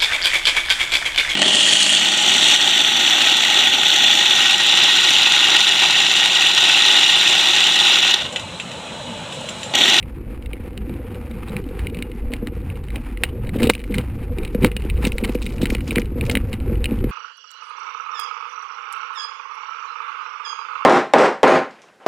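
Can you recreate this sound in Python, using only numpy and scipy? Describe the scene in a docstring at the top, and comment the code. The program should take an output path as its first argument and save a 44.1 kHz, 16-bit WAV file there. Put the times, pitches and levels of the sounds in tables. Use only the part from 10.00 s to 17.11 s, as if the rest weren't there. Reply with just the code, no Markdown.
"""A frozen, bumpy forest track, heard by a small camera clamped to a bicycle.
Tyre rumble and frame sway are noise-driven resonances that reach the microphone through the mount.
Grit crunches as dense grains and cracks as bright clicks; bumps thump the mount as struck resonances,
and the plastic case ticks, chatters and buzzes. A slow converter holds each sample, so the lows
reappear as bright images; a grainy copy of the sound, mostly treble, sets left and right apart."""
import sys
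import numpy as np
from scipy import signal
from scipy.fft import rfft, irfft
from scipy.io import wavfile
from scipy.ndimage import uniform_filter1d

SR = 44100
rng = np.random.default_rng(int(sys.argv[2]) if len(sys.argv) > 2 else 0)


def materialize(psi):
    """Save the field psi as 16-bit PCM at rate SR to the path in sys.argv[1].

    A 1-D psi becomes a single channel; in a 2-D psi each row is a channel.
    """
    bounded = np.clip(np.atleast_2d(psi).T, -1, 1)
    quanta = np.round(bounded * 32767).astype(np.int16)
    wavfile.write(sys.argv[1], SR, quanta)


def attenuation_scalar(level_db):
    """Turn a level in dB into a linear amplitude multiplier (20 dB per decade)."""
    decades = np.asarray(level_db, float) / 20
    return 10 ** decades


N = 313551
TIME_S = np.arange(N) / SR

# slow base levels of the ride, before surges, patches and mix gains: (time [s], frame sway [dB],
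# mount rumble [dB], tyre crunch [dB], looseness of the grit [dB])
RIDE_LEVELS = [(0.0, -31.5, -36, -54, -75), (1.15, -32, -33.5, -47.5, -74), (1.84, -31, -33, -49.5, -70.5),
               (2.1, -31.5, -36, -50, -73.5), (2.59, -27, -33.5, -51, -73), (3.01, -31, -35, -49.5, -73),
               (3.54, -30, -33.5, -48.5, -74), (3.7, -31, -36, -51.5, -65), (4.39, -30.5, -33.5, -50, -73),
               (5.05, -23.5, -32, -51, -66), (5.21, -25, -30.5, -50, -57.5), (5.66, -28, -29, -50, -58.5),
               (5.84, -27, -30, -51.5, -58), (6.02, -24, -36.5, -48.5, -70), (6.69, -29, -33.5, -51, -70),
               (7.11, -32, -26.5, -47, -69.5)]
# smooth surges of the frame on long humps: (middle [s], half-length [s], sway rise [dB])
HUMP_SURGES = [(0.3, 0.062, 1), (0.484, 0.063, 4.5), (0.81, 0.085, 4), (1.83, 0.077, 7.5),
               (2.254, 0.087, 7), (2.612, 0.17, 0), (2.923, 0.085, 5), (3.113, 0.12, 3),
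               (3.283, 0.063, 5.5), (3.466, .12, 6), (3.663, 0.068, 10), (4.023, 0.22, 7),
               (4.31, 0.15, 6.5), (4.447, 0.054, 7), (4.617, 0.13, 7), (4.926, 0.18, 6), (5.1, .14, 1),
               (5.24, 0.055, 1), (5.73, 0.14, 6), (6.067, 0.17, 0), (6.28, 0.24, 2), (6.612, 0.034, 5),
               (6.44, 0.1, 3), (6.766, 0.19, 11), (7.014, 0.13, 13)]
# rough ground under the wheels: (middle [s], half-length [s], rumble rise [dB], crunch rise [dB])
ROUGH_PATCHES = [(0.325, .06, 2.5, 5), (0.601, .06, -1.5, 3), (0.907, .1, 6.5, 3), (1.24, 0.056, 2, 1.5),
                 (1.542, .1, 4.5, 5.5), (1.824, .1, -1, 3.5), (1.988, .08, 6, 7), (2.341, .08, 1.5, 4),
                 (2.963, .08, 4, 3.5), (3.245, .05, 6.5, 5.5), (3.554, .04, 7, 7), (3.643, .08, 15.5, 14.5),
                 (3.702, 0.018, 7, 13), (3.922, 0.043, 11, 4.5), (3.981, .06, 13, 9.5),
                 (4.428, 0.084, 6.5, 4), (4.645, .07, 16.5, 14.5), (4.851, .08, -0.5, 3.5),
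                 (5.053, .1, 1.5, 13.5), (5.258, .08, 5, 10), (5.646, .08, -5, 4.5), (5.743, .06, -9, 8.5),
                 (5.951, .14, 6, 8.5), (6.192, .08, 11.5, 5.5), (6.327, .14, 8, 7), (6.519, .06, 3, 5.5),
                 (6.712, .1, 6, 5), (6.938, .1, 1, 5)]
# frame resonances: (frequency [Hz], bandwidth [Hz], relative level [dB])
FRAME_MODES = [(27.6, 16, -15.5), (48.6, 11.6, 5), (85.5, 78, -2)]
# mount resonances: (frequency [Hz], bandwidth [Hz], relative level [dB])
MOUNT_MODES = [(113.6, 45, -5), (205, 44.2, -1.5), (246, 69.5, 0.5), (354.7, 71, -5.5), (486.7, 39, -8)]
# plastic case resonances: (frequency [Hz], bandwidth [Hz], relative level [dB])
CASE_MODES = [(914, 500, -3), (1324, 140, -14), (2110, 356, 1.5), (2435, 402, 3.5), (2970, 420, 1),
              (2850, 15, -29.5), (3793, 325, -3), (4000, 45, -34), (4140, 430, -19), (6040, 3200, -53)]
# colour of the crunch after its way through frame and case: (frequency [Hz], relative level [dB])
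CRUNCH_COLOUR = [(350, -62), (600, -27), (660, -15.5), (755, -1), (1030, -6), (1270, -5.5), (1700, -9),
                 (2470, -6.5), (3260, -18), (5900, -29.5), (7670, -23), (13000, -120)]
# dry cracks of flung grit: (time [s], relative level [dB])
GRIT_CRACKS = [(3.699, -28), (3.74, -44), (5.07, -29), (5.1302, -45), (5.204, -48), (5.252, -52),
               (5.3, -51), (5.3478, -38), (5.4264, -33), (5.4566, -38), (5.564, -44), (5.617, -34),
               (5.702, -28), (5.729, -49), (5.867, -49), (5.878, -36.5), (5.889, -44), (5.9284, -38),
               (5.997, -38), (6.253, -36), (6.265, -38), (6.313, -30)]
# clear case ticks: (time [s], relative level [dB], favoured frequency [Hz])
CASE_TICKS = [(0.0277, -22, 2140), (0.5322, -19, 2480), (0.7766, -23.5, 3000), (1.1456, -28.5, 2800),
              (1.5658, -16.5, 2400), (1.6893, -31, 2270), (1.7923, -20, 2330), (1.847, -33, 2160),
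              (1.8693, -16, 2400), (1.9462, -21, 2510), (1.9704, -25.5, 2490), (1.9889, -27, 2510),
              (2.0241, -15, 2470), (2.1165, -28, 2400), (2.3194, -31, 2470), (2.3362, -11.5, 2440),
              (2.365, -30, 2510), (2.4717, -13.5, 2390), (2.7008, -28.5, 2440), (2.7563, -31, 2440),
              (2.9039, -26.5, 2290), (2.958, -15, 2680), (3.173, -27, 2240), (3.2355, -2.5, 2220),
              (3.2389, -10, 2840), (3.2534, -28, 2860), (3.47, -29, 2830), (3.4925, -21, 2190),
              (3.5864, -24, 2120), (3.6207, -19, 2260), (3.6317, -10, 2930), (3.642, -19, 2960),
              (3.6716, -11.5, 2990), (3.6986, 5, 2000), (3.7354, -16, 2340), (3.7515, -18, 2860),
              (3.779, -30, 2020), (3.8013, -29, 2190), (3.8162, -32, 2170), (3.8396, -23, 2110),
              (3.9235, -25, 2330), (3.9438, -16, 2100), (3.965, -33, 2210), (3.9829, -12, 2550),
              (4.0125, -32, 3100), (4.3847, -18, 2340), (4.433, -24, 2200), (4.4499, -15.5, 2540),
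              (4.5474, -22.5, 2100), (4.6314, -19, 2090), (4.6463, -1.5, 1880), (4.6694, -18, 2210),
              (4.716, -21, 2320), (4.7658, -11.5, 2590), (4.821, -24, 2390), (4.8998, -14.5, 2650),
              (4.9748, -24, 2200), (5.0509, -7, 2530), (5.0694, -21, 2220), (5.1198, -18.5, 2540),
              (5.1822, -10.5, 2600), (5.2375, -19, 2510), (5.2472, -12, 2160), (5.2942, -25, 2270),
              (5.3517, -21.5, 2230), (5.419, -25, 3640), (5.464, -13.5, 2480), (5.523, -31, 2510),
              (5.5815, -26, 2250), (5.6316, -23, 3030), (5.6557, -9.5, 2280), (5.6698, -19.5, 2880),
              (5.7037, -15, 2240), (5.7494, -9, 2260), (5.768, -29, 2130), (5.7827, -27, 2160),
              (5.8065, -24, 2150), (5.8731, -32, 2130), (5.9079, -12, 2390), (5.9582, -6, 2450),
              (5.974, -28, 2210), (6.0177, -23.5, 2400), (6.0566, -27.5, 2380), (6.2104, -12, 2450),
              (6.297, -7, 2440), (6.315, -15, 2260), (6.353, -6, 2600), (6.3714, -13, 2340),
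              (6.53, -13, 2450), (6.538, -18.5, 2240), (6.8424, -9, 2600), (6.8564, -12, 2300),
              (6.9098, -25.5, 2440), (7.0419, -19.5, 2090)]
# bumps that strike the mount: (time [s], relative level [dB], favoured frequency [Hz])
MOUNT_BUMPS = [(0.534, -22.5, 482), (0.595, -25, 213), (0.896, -17, 283), (1.77, -30, 223),
               (1.853, -21, 250), (2.337, -20, 482), (2.424, -15.5, 253), (2.519, -24, 248),
               (2.566, -19, 226), (3.238, -23, 412), (3.557, -10, 246), (3.601, -17, 256),
               (3.633, -11.5, 266), (3.693, -4.5, 409), (3.905, -21, 234), (3.983, -12, 194),
               (4.547, -6, 299), (4.584, -16.5, 283), (4.617, -10.5, 205), (4.634, -3.5, 205),
               (4.645, -2, 467), (4.764, -22, 476), (4.849, -13.5, 234), (5.003, -12, 264),
               (5.039, -11.5, 202), (5.066, -6, 221), (5.224, -12.5, 205), (5.291, -10.5, 252),
               (5.35, -5.5, 300), (5.608, -12.5, 257), (5.628, -3, 317), (5.695, -16.5, 226),
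               (5.721, -11, 255), (5.749, -14, 220), (5.919, -14, 223), (5.965, -6.5, 223),
               (5.982, -7.5, 220), (6.116, -19, 199), (6.156, -16, 256), (6.227, -12.5, 221),
               (6.294, -20, 269), (6.34, -15.5, 253), (6.366, -9, 226), (6.533, -20, 239),
               (6.678, -23, 223), (6.717, -9.5, 213), (6.916, -12.5, 230), (6.977, -20, 215),
               (7.04, -8.5, 276)]
# buzzing of the case in its clamp: (start [s], length [s], relative level [dB])
CASE_BUZZES = [(3.549, 0.023, -42), (3.59, 0.039, -36), (3.624, 0.04, -29.5), (3.695, 0.0073, -11.5),
               (3.905, 0.018, -44), (3.941, 0.014, -28), (4.007, 0.027, -46.5), (4.628, 0.05, -35.5),
               (4.645, 0.0057, -20), (5.041, 0.036, -29.5), (5.241, 0.014, -26), (5.422, .014, -35),
               (5.612, 0.034, -34.5), (5.872, .03, -45), (5.953, 0.032, -31), (6.181, 0.011, -41.5),
               (6.249, 0.023, -38.5)]

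CLUMP_DB = 9   # spread of the fine grit's rate
FAINT_TICKS, FAINT_DB, FAINT_SPREAD_DB, FAINT_HZ = 60, -31.5, 5, 2400   # count, middle, either way, middle
CONVERTER_HZ, TOP_HZ = 12000, 16200   # converter sample rate, corner of the steep low-pass


def rms_one(x):
    """Normalisation: equal mean power, rms 1."""
    return x / np.sqrt(np.mean(x ** 2) + 1e-20)


def drift(rate_hz):
    """Low-pass random process: noise at SR / 20 through two equal poles, spread 1, then interpolated."""
    pole = np.exp(-40 * np.pi * rate_hz / SR)
    noise = rng.standard_normal(N // 20 + 2002)
    slow = signal.lfilter([1], [1, -2 * pole, pole * pole], noise)[2000:]   # start-up is cut off
    return np.interp(np.arange(N) / 20, np.arange(len(slow)), rms_one(slow))


def swells(middle_s, half_s, rise_db):
    """Superposition of raised-cosine level rises, in dB over time."""
    out = np.zeros(N)
    for middle, half, rise in zip(middle_s, half_s, rise_db):
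        at = np.arange(max(int((middle - half) * SR), 0), min(int((middle + half) * SR), N))
        phase = np.pi / 2 * np.clip((at / SR - middle) / half, -1, 1)
        out[at] += rise * np.cos(phase) ** 2
    return out


def butter(x, hz, kind, order=2):
    """Maximally flat filtering: a Butterworth high- or low-pass."""
    return signal.sosfilt(signal.butter(order, hz, kind, fs=SR, output="sos"), x)


def evened(x, over_s, share):
    """Gain control by the short-time rms: a share of the chance swells is divided out."""
    level = np.sqrt(uniform_filter1d(x ** 2, int(over_s * SR)) + 1e-4)
    return rms_one(x / level ** share)


def grains(per_s, size_db):
    """Shot noise: randomly timed clicks of either sign and very uneven size, rms 1."""
    sizes = attenuation_scalar(size_db * np.minimum(rng.exponential(1, N), 3)) * rng.choice([-1, 1], N)
    return rms_one(sizes * (rng.random(N) < per_s / SR))


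def resonate(x, hz, width_hz):
    """Damped oscillator: a two-pole resonance that a unit click sets ringing with height about 1."""
    radius, angle = np.exp(-np.pi * width_hz / SR), 2 * np.pi * hz / SR
    poles = [1, -2 * radius * np.cos(angle), radius * radius]
    return signal.lfilter([0, np.sin(angle)], poles, x + 1e-18)


def shaken(modes, drive, flicker_db, flicker_hz):
    """Modal response to a steady drive: each mode swells and fades on its own; sum of rms 1."""
    out = np.zeros(N)
    for k, (hz, width_hz, db) in enumerate(modes):
        level = attenuation_scalar(db + flicker_db * drift(flicker_hz))
        out += level * rms_one(resonate(drive, hz, width_hz)) * (-1) ** k   # alternate polarity
    return rms_one(out)


def struck(modes, blows, slope_db, spread_db, depth, jolt_db, thin_hz, contact_s, tail_db, tail_s):
    """Modal response to impact: contact, two bounces and a dying rattle favour modes near the blow's pitch."""
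    s, peak_db, own_hz = np.transpose(blows)
    chance = rng.standard_normal((len(s), len(modes) + 6))
    later_s = np.abs(chance[:, -6:-3]) * contact_s * [0, 1, 2]
    at = np.clip(((s[:, None] + later_s) * SR).astype(int), 0, N - 1)
    bounce = np.tanh(chance[:, -3:]) * 0.5
    bounce[:, 0] = np.sign(bounce[:, 0])   # the first contact is a full blow
    rattle = attenuation_scalar(tail_db) * grains(3000.0, size_db=5.5)
    fade = np.exp(-1 / (tail_s * SR))
    out = np.zeros(N)
    for k, (hz, width_hz, db) in enumerate(modes):
        detuning = np.abs(np.log2(hz / own_hz))   # octaves
        level = attenuation_scalar(peak_db + db - slope_db * detuning + spread_db * chance[:, k])
        # with these set, a harder blow, and one on rough ground, reaches deeper into the low modes
        octaves_down = max(np.log2(1900.0 / hz), 0)
        level = level * attenuation_scalar((depth * (peak_db + 15) + jolt_db[at[:, 0]]) * octaves_down)
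        # rings narrower than thin_hz grow less than the blow
        level = level * attenuation_scalar(-0.4 * np.maximum(peak_db + 2, 0) * (width_hz < thin_hz))
        clicks, starts = np.zeros((2, N))
        np.add.at(clicks, at, level[:, None] * bounce)
        np.add.at(starts, at[:, 0], level)
        tail = signal.lfilter([1], [1, -fade], starts + 1e-18) * rattle
        out += resonate(clicks + tail, hz, width_hz) * (-1) ** k
    return out


def frame_sway():
    """Forced vibration: noise drives the low frame modes."""
    sway = shaken(FRAME_MODES, rng.standard_normal(N), flicker_db=5.0, flicker_hz=3.2)
    return evened(sway, over_s=0.05, share=0.94)


def mount_rumble():
    """Structure-borne sound: noise and lumpy ground, as sparse grains, drive the mount modes."""
    lumps = rng.standard_normal(N) + 1.33 * grains(150.0, size_db=3.5)
    rumble = shaken(MOUNT_MODES, lumps, flicker_db=3.5, flicker_hz=10.8)
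    return evened(rumble, over_s=0.0275, share=0.52)


def tyre_crunch():
    """Spectral shaping: dense grains over hiss, clumped in level, are coloured by frame and case."""
    hz = np.fft.rfftfreq(N, 1 / SR) + 1
    colour_hz, colour_db = np.transpose(CRUNCH_COLOUR)
    colour = attenuation_scalar(np.interp(np.log(hz), np.log(colour_hz), colour_db))
    grit = rng.standard_normal(N) + 0.71 * grains(900.0, size_db=8.0)
    clumps = attenuation_scalar(2.86 * drift(31.0) + 0.88 * drift(58.0))
    return rms_one(irfft(rfft(grit * clumps) * colour, N))


def case_chatter(roughness):
    """Random excitation of modes: rougher ground shakes the case more often."""
    contacts = grains(170.0 * roughness, size_db=4.0)
    return shaken(CASE_MODES, contacts, flicker_db=13.0, flicker_hz=12.4)


def grit_snaps(flying):
    """Impulsive radiation: clear dry cracks crumble briefly, fine ones fill rough, loose ground."""
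    s, level_db = np.transpose(GRIT_CRACKS)
    cracks = np.zeros(N)
    cracks[(s * SR).astype(int)] = attenuation_scalar(level_db + 27.5)
    fade = np.exp(-1 / (0.0091 * SR))   # 9.1 ms decay
    crumble = signal.lfilter([1], [1, -fade], cracks + 1e-18) * grains(2200.0, size_db=8.5)
    fine_per_s = 230.0 * flying * attenuation_scalar(CLUMP_DB * drift(14.0))
    fine = attenuation_scalar(-53) * flying ** 1.2 * grains(fine_per_s, size_db=5.0)
    return butter(cracks + attenuation_scalar(-22.0) * crumble + fine, 2300.0, "high")


def faint_ticks(flying):
    """Inhomogeneous point process: weak ticks fall oftener on rough, loose ground; rows as CASE_TICKS."""
    when, size, pitch = rng.random((FAINT_TICKS, 3)).T
    odds = np.cumsum(flying ** 1.3)
    s = np.interp(when, odds / odds[-1], TIME_S)
    level_db = FAINT_DB + FAINT_SPREAD_DB * (2 * size - 1)
    return np.transpose([s, level_db, FAINT_HZ * 1.12 ** (2 * pitch - 1)])


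def case_ticks(flying, crunch_db):
    """Impact on a light shell: short contacts ring the case, lower modes joining in on rough ground."""
    blows = np.vstack([CASE_TICKS, faint_ticks(flying)])
    ticks = struck(CASE_MODES, blows, slope_db=10.0, spread_db=1.5, depth=0.5,
                   jolt_db=1.27 * (crunch_db + 40.5), thin_hz=100, contact_s=0.00062,
                   tail_db=-20.0, tail_s=0.0034)
    return butter(butter(ticks, 570.0, "high"), 7000.0, "low", order=3)


def mount_thumps():
    """Impact on a heavy body: bumps ring the low mount modes, with slower bounces than the case."""
    thumps = struck(MOUNT_MODES, MOUNT_BUMPS, slope_db=4.5, spread_db=1.0, depth=0,
                    jolt_db=np.zeros(N), thin_hz=0, contact_s=0.00327, tail_db=-39.0, tail_s=0.011)
    return butter(thumps, 154.0, "high")


def case_buzz():
    """Repeated contact: dense uneven clicks drive the case modes for as long as each buzz lasts."""
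    level = np.zeros(N)
    for s, length, db in CASE_BUZZES:
        inside_s = np.minimum(TIME_S - s, s + length - TIME_S)
        level += attenuation_scalar(db) * np.clip(inside_s / 0.0017 + 0.5, 0, 1)   # 1.7 ms edges
    contacts = evened(grains(1500.0, size_db=1.5), over_s=0.008, share=0.98)
    buzz = shaken(CASE_MODES, contacts, flicker_db=7.0, flicker_hz=46.0)
    return level * butter(buzz, 800.0, "high")


def scene():
    """Superposition: every source adds at one microphone, the same in both channels."""
    s, *levels = np.transpose(RIDE_LEVELS)
    sway_db, rumble_db, crunch_db, loose_db = [np.interp(TIME_S, s, level) for level in levels]
    middle_s, half_s, rumble_rise, crunch_rise = np.transpose(ROUGH_PATCHES)
    sway_db = sway_db + swells(*np.transpose(HUMP_SURGES)) + 0.93 * drift(13.4)
    rumble_db = rumble_db + swells(middle_s, half_s, rumble_rise) + 2.0 * drift(8.8)
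    crunch_db = crunch_db + swells(middle_s, half_s, crunch_rise) + 1.3 * drift(8.8)
    roughness = attenuation_scalar(0.43 * (crunch_db + 41.5))
    flying = roughness * attenuation_scalar(0.67 * (loose_db + 65.5))   # loose grit flies up more often

    mono = attenuation_scalar(sway_db) * frame_sway()
    mono += attenuation_scalar(rumble_db) * mount_rumble()
    mono += attenuation_scalar(crunch_db) * (attenuation_scalar(1.5) * tyre_crunch() + attenuation_scalar(-14.5) * case_chatter(roughness))
    mono += grit_snaps(flying)
    mono += attenuation_scalar(-2.5) * case_ticks(flying, crunch_db)
    mono += attenuation_scalar(3) * mount_thumps()
    mono += case_buzz()
    return np.array([mono, mono])


def slow_converter(dry):
    """Zero-order hold: overload clips, and the held steps carry mirror images of the lows."""
    slow = signal.resample_poly(np.clip(dry, -1, 1), CONVERTER_HZ // 300, SR // 300, axis=1)
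    held = np.repeat(slow, 4, axis=1)
    stepped = signal.resample_poly(held, SR // 300, 4 * CONVERTER_HZ // 300, axis=1)[:, :N]
    return butter(butter(stepped, 14600.0, "low", order=1), TOP_HZ, "low", order=14)


def channel_fizz(mono):
    """Amplitude modulation: low-passed noise makes a grainy copy, mostly treble, that comes and goes."""
    wobble = rms_one(butter(rng.standard_normal(N), 440.0, "low"))
    apart = attenuation_scalar(-9.5) * butter(mono, 4500.0, "high", order=10)
    apart = apart + attenuation_scalar(-43.5) * butter(mono, 380.0, "high", order=1)
    presence = np.clip(0.57 + 0.97 * drift(2.2), 0, 1.3)
    return apart * wobble * presence


def band_limit(x):
    """A steep low-pass at the top of the band."""
    return signal.sosfilt(signal.butter(12, 16400, fs=SR, output="sos"), x)


def record(dry):
    """Sample-and-hold, then antiphase addition: the fizz enters left and right with opposite signs."""
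    stepped = slow_converter(dry)
    mix = np.clip(stepped + channel_fizz(stepped[0]) * [[1], [-1]], -1, 1)
    return band_limit(mix)


dry = scene()
out = record(dry)
materialize(out)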